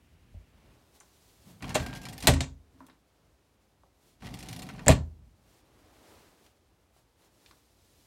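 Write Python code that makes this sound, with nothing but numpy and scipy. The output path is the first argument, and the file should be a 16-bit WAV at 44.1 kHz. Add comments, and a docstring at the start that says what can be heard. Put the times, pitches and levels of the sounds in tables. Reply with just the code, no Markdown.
"""In the small, quiet cabin of a parked motorhome, a wooden drawer is tugged from its catch, rolls out
on ball runners and hits its stop. Later it is pushed back: the catch snaps, the front knocks on the
frame and the cabinet booms. A person shifts about with rustling clothes. Impacts are bursts of damped
modes with a short echo; rolling, cloth and floor are coloured noise under slowly varying gains."""
import sys
import numpy as np
from scipy import signal
from scipy.fft import rfft, irfft, next_fast_len
from scipy.io import wavfile
from scipy.ndimage import map_coordinates

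SR = 44100
rng = np.random.default_rng(int(sys.argv[2]) if len(sys.argv) > 2 else 0)


def wrap_up_sound(samples):
    """Save the sound to the file named by the first command line argument, as 16-bit audio."""
    columns = np.atleast_2d(samples).T
    # keep every value between -1 and 1, then stretch to whole-number steps
    tamed = np.clip(columns, -1, 1)
    steps = np.round(tamed * 32767).astype(np.int16)
    wavfile.write(sys.argv[1], SR, steps)


N = 355446
T = np.arange(int(.7 * SR)) / SR  # time axis of one impact [s]

# swishes of clothing: (peak time [s], half length [s], rub level [dB], hiss level [dB])
SWISHES = [(0.69, .25, -66.5, -89), (0.962, 0.024, -65.5, -63), (1.33, 0.55, -70.5, -67),
           (1.492, 0.068, -65.5, -64.5), (2.82, 0.13, -69.5, -78), (3.22, 0.15, -74.5, -93),
           (4.077, 0.068, -71.5, -68.5), (5.534, 0.075, -67, -68), (5.851, 0.33, -65.5, -74.5),
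           (6.146, 0.23, -59, -65), (6.445, 0.066, -66.5, -69.5), (6.976, .04, -74.5, -71),
           (7.24, .055, -67.5, -70), (7.48, .17, -69, -67.5), (8.001, 0.35, -73.5, -68.5)]
# a step across the floor: (start [s], end [s], rumble level [dB], brushing level [dB])
STEP = (0, 0.74, -62, -75)
# shoves that shake the cabinet: (time [s], level [dB], softness corner [Hz], ring length ratio [1])
THUMPS = [(1.716, -31, 54.5, 0.52), (1.806, -22.5, 90.1, 0.4), (2.29, -12.5, 221, .62),
          (2.327, -21, 79.43, 1), (2.41, -27, 197, 1.08), (4.874, -16, 299.4, .35), (4.901, -6, 280, 0.49),
          (4.992, -30, 120.9, 0.99)]
# the drawer rolls out, then back in:
# (start [s], end [s], relative rumble level [dB], relative grit level [dB])
STROKES = [(1.631, 2.3, -41.5, -56.5), (4.234, 4.875, -43, -58)]
# spectrum of the ball runners: (frequency [Hz], relative density [dB per Hz])
RUNNER = [(200, -14), (700, -4), (1300, -5), (2100, 2), (3000, 0.5), (4200, -2.5), (5500, -4), (8000, -10),
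          (12000, -13.5), (16000, -23.5)]


def amp(db):
    """Level to gain: 20 dB is a factor of ten in amplitude."""
    return 10 ** (np.asarray(db) / 20)


def unit(x):
    """Normalisation to an effective (rms) value of 1."""
    return x / np.sqrt(np.mean(x ** 2) + 1e-20)


def along(points, hz):
    """Interpolation of (frequency [Hz], value) points on a logarithmic frequency axis."""
    f, v = np.transpose(points)
    return np.interp(np.log(hz + 1), np.log(f), v)


def wobble(rate):
    """Slow random modulation: a smooth curve through rate random knots a second."""
    return map_coordinates(rng.standard_normal(int(N * rate / SR) + 4), [np.arange(N) * rate / SR])


def colour(x, spectrum, tilt_db=0):
    """Linear filtering: x weighted by a spectrum, tilted about 3 kHz [dB per octave], at rms 1."""
    m = next_fast_len(len(x))
    hz = np.fft.rfftfreq(m, 1 / SR)
    octaves = np.log2(np.maximum(hz, 250) / 3000)
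    gain = amp(along(spectrum, hz) + tilt_db * octaves)
    return unit(irfft(rfft(x, m) * gain, m)[:len(x)])


def noise(spectrum, size, tilt_db=0):
    """Coloured noise: a random signal of given spectrum and rms 1."""
    return colour(rng.standard_normal(size), spectrum, tilt_db)


def dying(x):
    """Reverberant decay: each frequency fades exponentially at the cabin's own rate."""
    # reverberation of the cabin: (frequency [Hz], t60 [s])
    cabin = [(80, 0.26), (250, .3), (600, 0.29), (2500, 0.17), (7000, 0.22), (10000, .13), (15000, 0.11)]
    hz, t, z = signal.stft(x, SR, nperseg=256)
    fade = amp(-60 * t / along(cabin, hz)[:, None])
    return signal.istft(z * fade, SR, nperseg=256)[1][:len(x)]


def add(track, s, sound):
    """Superposition: mixes a sound into the track from time s."""
    part = track[max(round(s * SR), 0):][:len(sound)]
    part += sound[:len(part)]


def contact(spectrum, tilt_db, t60, echo_db, top_hz=16000, ripple_db=3, snap=0):
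    """Impact excitation: dense, quickly damped modes heard as a noise burst, with the cabin's echo."""
    t = T[:SR // 4]
    hz = np.geomspace(80, 18000, 110)
    # each contact point favours other modes; a padded contact lacks the highest ones
    levels = along(spectrum, hz) + ripple_db * rng.standard_normal(len(hz))
    levels = levels - 10 * np.log10(1 + (hz / top_hz) ** 10)
    struck = np.column_stack([hz, levels])
    leading_edge = 1 + snap * np.exp(-t / 0.0022)
    burst = noise(struck, len(t), tilt_db) * amp(-60 * t / t60) * leading_edge
    burst = burst * (1 - np.exp(-t * top_hz / 2))  # a softer contact builds up more slowly
    return burst + amp(echo_db) * dying(noise(struck, len(t), tilt_db))


def ring(modes, cycles):
    """Modal superposition: damped sines (Hz, dB, t60), each building up over some of its own cycles."""
    out = np.zeros(len(T))
    for hz, db, t60 in modes:
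        build_up = 1 - np.exp(-T * hz / cycles)
        out += amp(db - 60 * T / t60) * np.sin(2 * np.pi * hz * T) * build_up
    return out


def in_cabin(x, echo_db):
    """Diffuse reverberation: convolution with decaying noise stands for the close walls' echo."""
    tail = dying(rng.standard_normal(len(T))) * (1 - np.exp(-T / 0.016))
    echo = signal.fftconvolve(x, tail / np.linalg.norm(tail))[:len(x)]
    return x + amp(echo_db) * echo


def resonate(x, body):
    """Resonant transmission: x passes a body whose resonances (Hz, width Hz, lift dB) ring along."""
    m = next_fast_len(N + SR)
    f = np.fft.rfftfreq(m, 1 / SR)
    lift = sum((amp(db) - 1) * 1j * f * w / (hz * hz - f * f + 1j * f * w) for hz, w, db in body)
    return irfft(rfft(x, m) * (1 + lift), m)[:N]


def boxed(x):
    """Resonance and early reflection: the drawer box colours x and the nearest surfaces mirror it."""
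    # resonances of the drawer box: (frequency [Hz], width [Hz], lift [dB])
    box_modes = [(252, 15, 5.5), (717, 50, 2.5), (870, 16, -1), (1090, 110, 5.5), (1230, 90, -1.5),
                 (1660, 80, 2.5), (2070, 200, 1), (3060, 120, -0.5), (4100, 87, 5), (4370, 43, 4),
                 (6600, 380, -2), (8760, 1300, 1)]
    # reflections off counter and drawer walls: (delay [s], level [dB])
    nearby = [(.0021, -16), (.0033, -16), (.0052, -15)]
    direct = resonate(x, box_modes)
    out = direct.copy()
    for delay, db in nearby:
        add(out, delay, amp(db) * direct)
    return out


def held(start, end, attack_s, release_s, sag_db_per_s=0):
    """Exponential envelope: rises to start, sags until end, fades; attack and release each span 20 dB."""
    t = np.arange(N) / SR
    outside = np.maximum(start - t, 0) / attack_s + np.maximum(t - end, 0) / release_s
    return amp(-20 * outside - sag_db_per_s * np.clip(t - start, 0, end - start))


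def swell(s, half_s):
    """Symmetric envelope: swells to a rounded peak at time s and ebbs alike."""
    return np.exp(-(np.abs(np.arange(N) / SR - s) / half_s) ** 1.5)


def together(levels):
    """Energy addition: the gain of uncorrelated sounds heard at once."""
    return np.sqrt(sum(level ** 2 for level in levels))


def rubbing():
    """Energy addition of the rub of all the person's moves."""
    return together(amp(db) * swell(s, half_s) for s, half_s, db, _ in SWISHES)


def clothes():
    """Friction noise: cloth rubs dully and hisses brightly with each move, over a faint steady bed."""
    # spectra of rub and hiss: (frequency [Hz], relative density [dB per Hz])
    rub_spectrum = [(60, -24.5), (150, -11.5), (300, -0.5), (450, -3.5), (850, -7), (1500, -13),
                    (3000, -17.5), (6000, -26.5), (12000, -44.5)]
    hiss_spectrum = [(800, -18), (2000, -5), (4000, 0), (8000, -2.5), (12000, -5), (16000, -9)]
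    still_rub_db, still_hiss_db = -72.5, -78.5  # when nobody moves
    hissing = together(amp(db) * swell(s, half_s) for s, half_s, _, db in SWISHES)
    rub = together([rubbing(), amp(still_rub_db)]) * amp(0.32 * wobble(25)) * noise(rub_spectrum, N)
    hiss = together([hissing, amp(still_hiss_db)]) * amp(0.87 * wobble(35)) * noise(hiss_spectrum, N)
    return rub + hiss


def step_gain():
    """Envelope shared by the step's brushing and its rumble."""
    start, end, _, _ = STEP
    return held(start, end, attack_s=.1, release_s=0.067)


def brushing():
    """Friction noise: a step brushes across the floor in a band about 2 to 3 kHz."""
    _, _, _, brush_db = STEP
    spectrum = [(1000, -11.5), (1800, -4.0), (2800, -2), (3800, -13.0), (8000, -22.5)]  # (Hz, dB per Hz)
    return amp(brush_db) * step_gain() * noise(spectrum, N)


def floor_rumble():
    """Structure-borne noise: the floor rumbles with steps and moves, and on after each shove."""
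    # spectrum of the floor: (frequency [Hz], relative density [dB per Hz])
    floor_spectrum = [(20, -24.5), (35, -8), (52, 1), (90, -2), (140, -7.5), (250, -13.5), (500, -31.5),
                      (2000, -56.5)]
    still_db = -69.5  # when nobody moves
    shake_db, shake_fade_s = -42.5, .65  # level against the shove, time to fall 20 dB
    lean_db = -7.5  # rumble of a move against its cloth rub
    _, _, step_db, _ = STEP
    shake = together(amp(db + shake_db) * held(s, s, .01, shake_fade_s) for s, db, _, _ in THUMPS)
    rumble = together([amp(still_db), amp(step_db) * step_gain(), amp(lean_db) * rubbing(), shake])
    return rumble * amp(1.3 * wobble(5.8)) * noise(floor_spectrum, N)


def taps():
    """Impact excitation: handle and furniture answer small taps in one log-frequency hump each."""
    # taps: (time [s], level [dB], centre [Hz], focus [dB per octave squared])
    tap_rows = [(0.343, -53.5, 575, 29), (1.002, -49, 6940, 27), (1.007, -51, 840, 3.5),
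                (1.607, -49, 1490, 10), (2.805, -46.5, 976, 12), (2.866, -54, 7070, 0.5),
                (2.885, -51, 874, 6), (2.898, -53.5, 1340, 6), (2.8985, -58.5, 3700, 36),
                (3.835, -56, 599, 11), (6.464, -56.5, 1500, 1.5), (6.964, -60, 638, 17.5),
                (7.22, -62.5, 1200, 1), (7.461, -50.5, 3410, 10), (7.511, -51, 850, 1.5)]
    out = np.zeros(N)
    grid = np.geomspace(50, SR / 2, 40)
    for s, db, centre_hz, focus_db in tap_rows:
        hump = np.column_stack([grid, -focus_db * np.log2(grid / centre_hz) ** 2])
        add(out, s, amp(db) * contact(hump, 0, t60=0.021, echo_db=-11.5))
    return boxed(out)


def footfall():
    """Modal excitation: a foot thuds and sets the floorboards ringing."""
    # footfall: (time [s], level [dB])
    feet = [(0.348, -35.5)]
    # floor modes: (frequency [Hz], level [dB], t60 [s])
    boards = [(51.5, 1.5, 0.22), (84, 2, 0.17), (154.5, -3, 0.045)]
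    out = np.zeros(N)
    for s, db in feet:
        add(out, s, amp(db) * ring(boards, cycles=0.52))
    return out


def grip():
    """Friction noise: fingers close round the handle and rub a dull rumble out of the drawer front."""
    # fingers on the handle: (start [s], end [s], level [dB])
    hold = (1.472, 1.6, -52)
    start, end, db = hold
    press = amp(db) * held(start, end, attack_s=.025, release_s=.045, sag_db_per_s=57)
    spectrum = [(50, -25.0), (100, -2.5), (160, 1.5), (230, -7),
                (400, -19.5), (1200, -29.0), (4000, -40.5)]  # (Hz, dB per Hz)
    return press * noise(spectrum, N)


def faint_ticks():
    """Random point process: lesser clicks, strongest in mid-stroke where the drawer is fastest."""
    rate_per_s, mid_db, spread_db = 26, -48.5, 3
    edge_db = 21.5  # drop towards the ends of a stroke
    rows = []
    for start, end, _, _ in STROKES:
        for k, (slip, size) in enumerate(rng.uniform(-1, 1, (40, 2))):
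            s = start + (k + 1 + slip / 2) / rate_per_s
            edge = (2 * (s - start) / (end - start) - 1) ** 2
            if s < end:
                rows.append((s, mid_db + spread_db * size - edge_db * edge))
    return rows


def opening(s):
    """Kinematics: how far the drawer is out at time s, from 0 to 1."""
    return np.interp(s, [t for stroke in STROKES for t in stroke[:2]], [0, 1, 1, 0])


def ball_clicks():
    """Impact excitation: balls click against their cage, brighter as the runners leave the cabinet."""
    # the clearest clicks: (time [s], relative level [dB])
    ticks = [(1.6235, -40), (1.6924, -39), (1.828, -44), (1.8625, -40), (1.951, -44), (1.958, -42.5),
             (1.971, -44.5), (2.016, -46.5), (2.0535, -38.5), (2.0863, -40), (2.1307, -43), (2.1794, -39.5),
             (2.2037, -39.5), (2.225, -35), (4.340, -40), (4.389, -43), (4.405, -45), (4.427, -42),
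             (4.4867, -38), (4.5283, -38), (4.563, -42), (4.592, -40.5), (4.6201, -40), (4.629, -44.5),
             (4.689, -44)]
    shut_tilt_db, open_tilt_db = 0.5, 4.5  # dB per octave
    out = np.zeros(N)
    for s, db in ticks + faint_ticks():
        tilt_db = shut_tilt_db + (open_tilt_db - shut_tilt_db) * opening(s)
        click = contact(RUNNER, tilt_db, t60=0.068, echo_db=-13.5, top_hz=15500, snap=0.46)
        add(out, s, amp(db - 3.5) * click)
    return boxed(out)


def clacks():
    """Impact excitation: the wobbling drawer clacks against its runners."""
    # clacks: (time [s], level [dB])
    clack_rows = [(1.6262, -41), (1.6427, -38), (1.684, -42.5), (1.7051, -37), (1.7984, -39.5),
                  (1.8627, -37), (1.899, -46), (1.929, -38.5), (2.0665, -44), (4.2225, -44), (4.272, -44),
                  (4.6896, -43), (4.697, -40), (4.749, -50), (4.782, -49.5), (4.7928, -39.5)]
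    # their spectrum: (frequency [Hz], relative density [dB per Hz])
    clack_spectrum = [(200, -14), (700, -1.5), (1400, 0.5), (2300, 1), (4000, -11), (8000, -22.5),
                      (16000, -38)]
    out = np.zeros(N)
    for s, db in clack_rows:
        add(out, s, amp(db) * contact(clack_spectrum, 0, t60=0.032, echo_db=-12.5))
    return boxed(out)


def rolling():
    """Rolling noise: the box rumbles and balls grind over fine grit, harder where the runners bind."""
    # the runners bind and scrape under load: (time [s], half length [s], relative grit level [dB])
    binds = [(1.705, 0.023, -50), (1.809, 0.049, -52.5), (2.25, 0.02, -41.5), (4.264, 0.0316, -50.5),
             (4.5, 0.061, -55.5)]
    # spectrum of the rumble: (frequency [Hz], relative density [dB per Hz])
    roll_spectrum = [(30, -14.5), (50, 2.5), (75, -7.5), (125, 1), (190, -2.5), (270, -5.5), (330, -13.5),
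                     (580, -19), (750, -14.5), (900, -20), (1400, -29.5), (3000, -51.5)]
    # the drawer's bottom drums along: (frequency [Hz], width [Hz], lift [dB])
    drum = [(135, 40, 1), (184, 10, 2), (260, 21, 3.5), (753, 60, 5)]
    start_s, stop_s = 0.026, .1  # rise and fall times over 20 dB
    rumble_sag, grit_sag = 5.5, 6.5  # the hand eases off along a stroke [dB per s]
    bind_rumble_db = 9.5  # rumble of a bind over its grit
    bind = together(amp(db) * swell(s, half_s) for s, half_s, db in binds)
    rumble = sum(amp(db) * held(start, end, start_s, stop_s, rumble_sag) for start, end, db, _ in STROKES)
    grit = sum(amp(db) * held(start, end, start_s, stop_s, grit_sag) for start, end, _, db in STROKES)
    grains = (rng.random(N) < 500 / SR) * rng.standard_normal(N)  # about 500 a second
    grinding = unit(colour(grains, RUNNER) + noise(RUNNER, N))
    low = together([rumble, amp(bind_rumble_db) * bind]) * noise(roll_spectrum, N) * amp(1.8 * wobble(26))
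    high = together([grit, bind]) * grinding * amp(0.96 * wobble(38))
    return amp(-1) * (resonate(low, drum) + boxed(high))


def bottom_hum():
    """Plate modes: jolts set the open drawer's thin bottom humming."""
    # jolts: (time [s], level [dB])
    jolts = [(1.655, -42.5), (2.236, -39.5), (2.325, -27.5), (2.408, -40.5), (2.75, -57), (2.806, -50.5),
             (2.884, -56)]
    # modes of the bottom: (frequency [Hz], level [dB], t60 [s])
    bottom = [(180, -10, 0.3), (267, 3.5, 0.22), (320, -11.5, 0.37)]
    out = np.zeros(N)
    for s, db in jolts:
        add(out, s, amp(db) * in_cabin(ring(bottom, cycles=1), echo_db=-12.5))
    return out


def cabinet_boom():
    """Low-order modal response: the heavy cabinet booms under each shove."""
    # modes of the cabinet: (frequency [Hz], level [dB], t60 [s])
    cabinet = [(54.25, -11, 0.48), (78.5, -1.5, 0.41), (120.7, 1.5, 0.12), (133.5, -1, 0.2),
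               (160, -6, 0.093), (238, -12.5, 0.31), (393, -9, 0.15)]
    out = np.zeros(N)
    for s, db, corner_hz, length in THUMPS:
        # a soft shove reaches only the lowest modes; a hand on the wood shortens their ring
        modes = [(hz, level - 10 * np.log10(1 + (hz / corner_hz) ** 4), t60 * length)
                 for hz, level, t60 in cabinet]
        add(out, s, amp(db) * in_cabin(ring(modes, cycles=0.46), echo_db=-12.0))
    return out


def snaps():
    """Impact excitation: the catch and the stop snap with a short, narrow-band crack."""
    # snaps: (time [s], level [dB])
    snap_rows = [(1.745, -28), (1.7533, -22), (2.2712, -22.5), (2.282, -21), (4.863, -28), (4.882, -4),
                 (4.888, -17)]
    # their spectrum: (frequency [Hz], relative density [dB per Hz])
    catch = [(1000, -26), (1600, -16), (2000, 2), (2500, -21.5), (5500, -22), (7000, -7), (8200, 2.5),
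             (9500, -16.5), (16000, -24)]
    out = np.zeros(N)
    for s, db in snap_rows:
        add(out, s, amp(db) * contact(catch, 0, t60=.011, echo_db=-31, ripple_db=1.5))
    return out


def rebounds(first_s, count):
    """Inelastic rebound: (number, delay [s]) of contacts that follow each other ever faster."""
    shrink = .85  # each flight time over the one before
    return [(k, first_s * np.sum(shrink ** np.arange(k))) for k in range(count)]


def slams():
    """Inelastic impact: wood strikes catch, stop or frame and chatters in ever faster rebounds."""
    # slams: (time [s], relative level [dB], tilt of first contact [dB per octave], top [Hz],
    # first rebound [s], loss per rebound [dB])
    slam_rows = [(1.748, -29.5, -0.5, 9210, 0.0062, 1.5), (1.7531, -24, -0.5, 14580, 0.046, 15.5),
                 (2.2712, -14, 3.5, 14500, .0061, 4), (2.3371, -33, 1, 10040, .028, 9),
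                 (2.406, -28, 2.5, 8350, .035, 17), (4.868, -35, -0.5, 7025, 0.0041, 9),
                 (4.882, -20.5, -1.5, 14500, .012, 2)]
    # spectrum of struck wood: (frequency [Hz], relative density [dB per Hz])
    wood_spectrum = [(100, -12), (300, 0.5), (800, 0.5), (1200, -3.5), (2000, 0.5), (3000, 1), (4100, -3),
                     (5200, -7.5), (7500, -4.5), (9500, -10.5), (13000, -11), (16000, -23.5)]
    rebound_tilt_db = -2.1  # rebounds are dull, wood on wood [dB per octave]
    out = np.zeros(N)
    for s, db, first_tilt_db, top_hz, first_s, loss_db in slam_rows:
        for k, delay in rebounds(first_s, count=5):
            tilt_db = rebound_tilt_db if k else first_tilt_db
            crack = contact(wood_spectrum, tilt_db, t60=0.04, echo_db=-11.0, top_hz=top_hz, ripple_db=2.0)
            add(out, s + delay, amp(db + 2.5 - k * loss_db) * crack)
    return boxed(out)


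def panel_knocks():
    """Plate modes: the drawer's thin panels ring when knocked, each knock at its own pitch ratio."""
    # knocks: (time [s], level [dB], pitch ratio [1])
    knocks = [(1.7577, -18.5, .97), (2.2765, -15, 1.02), (2.294, -19.5, 0.91), (2.408, -32.5, 1.08),
              (4.868, -22.5, .95), (4.883, -22, .9), (4.8919, -10.5, 1.01)]
    # modes of the panels: (frequency before the pitch ratio [Hz], level [dB], t60 [s])
    panel = [(270, -9, .16), (390, -13, .12), (525, -5, .075), (635, 0, .085), (725, -9, .08),
             (820, -11, .09)]
    out = np.zeros(N)
    for s, db, ratio in knocks:
        modes = [(hz * ratio, level, t60) for hz, level, t60 in panel]
        add(out, s, amp(db) * in_cabin(ring(modes, cycles=0.18), echo_db=-25))
    return out


def rail():
    """Narrow-band tone: one steel rail sings, a little unsteadily, as it is drawn out."""
    level = amp(-47.5) * held(1.78, 2.05, attack_s=.1, release_s=.15, sag_db_per_s=30)
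    pitch_hz = 1603 + 18 * wobble(110)
    return level * np.sin(2 * np.pi * np.cumsum(pitch_hz) / SR) * amp(2 * wobble(40))


def scene():
    """Superposition: all sources add at one close microphone."""
    person = clothes() + brushing() + floor_rumble() + footfall() + grip()
    runners = ball_clicks() + clacks() + rolling() + rail()
    blows = bottom_hum() + cabinet_boom() + snaps() + slams() + panel_knocks()
    return (person + taps() + runners + blows)[None]


def record(dry):
    """Band limitation: the deepest bass is shed and nothing passes from 16.2 kHz up."""
    m = next_fast_len(N + SR)
    hz = np.fft.rfftfreq(m, 1 / SR)
    low_cut = 1 - 1 / (1 + (hz / 36) ** 6)
    return irfft(rfft(dry, m) * low_cut * (hz < 16200), m)[..., :N]


dry = scene()
out = record(dry)
wrap_up_sound(out)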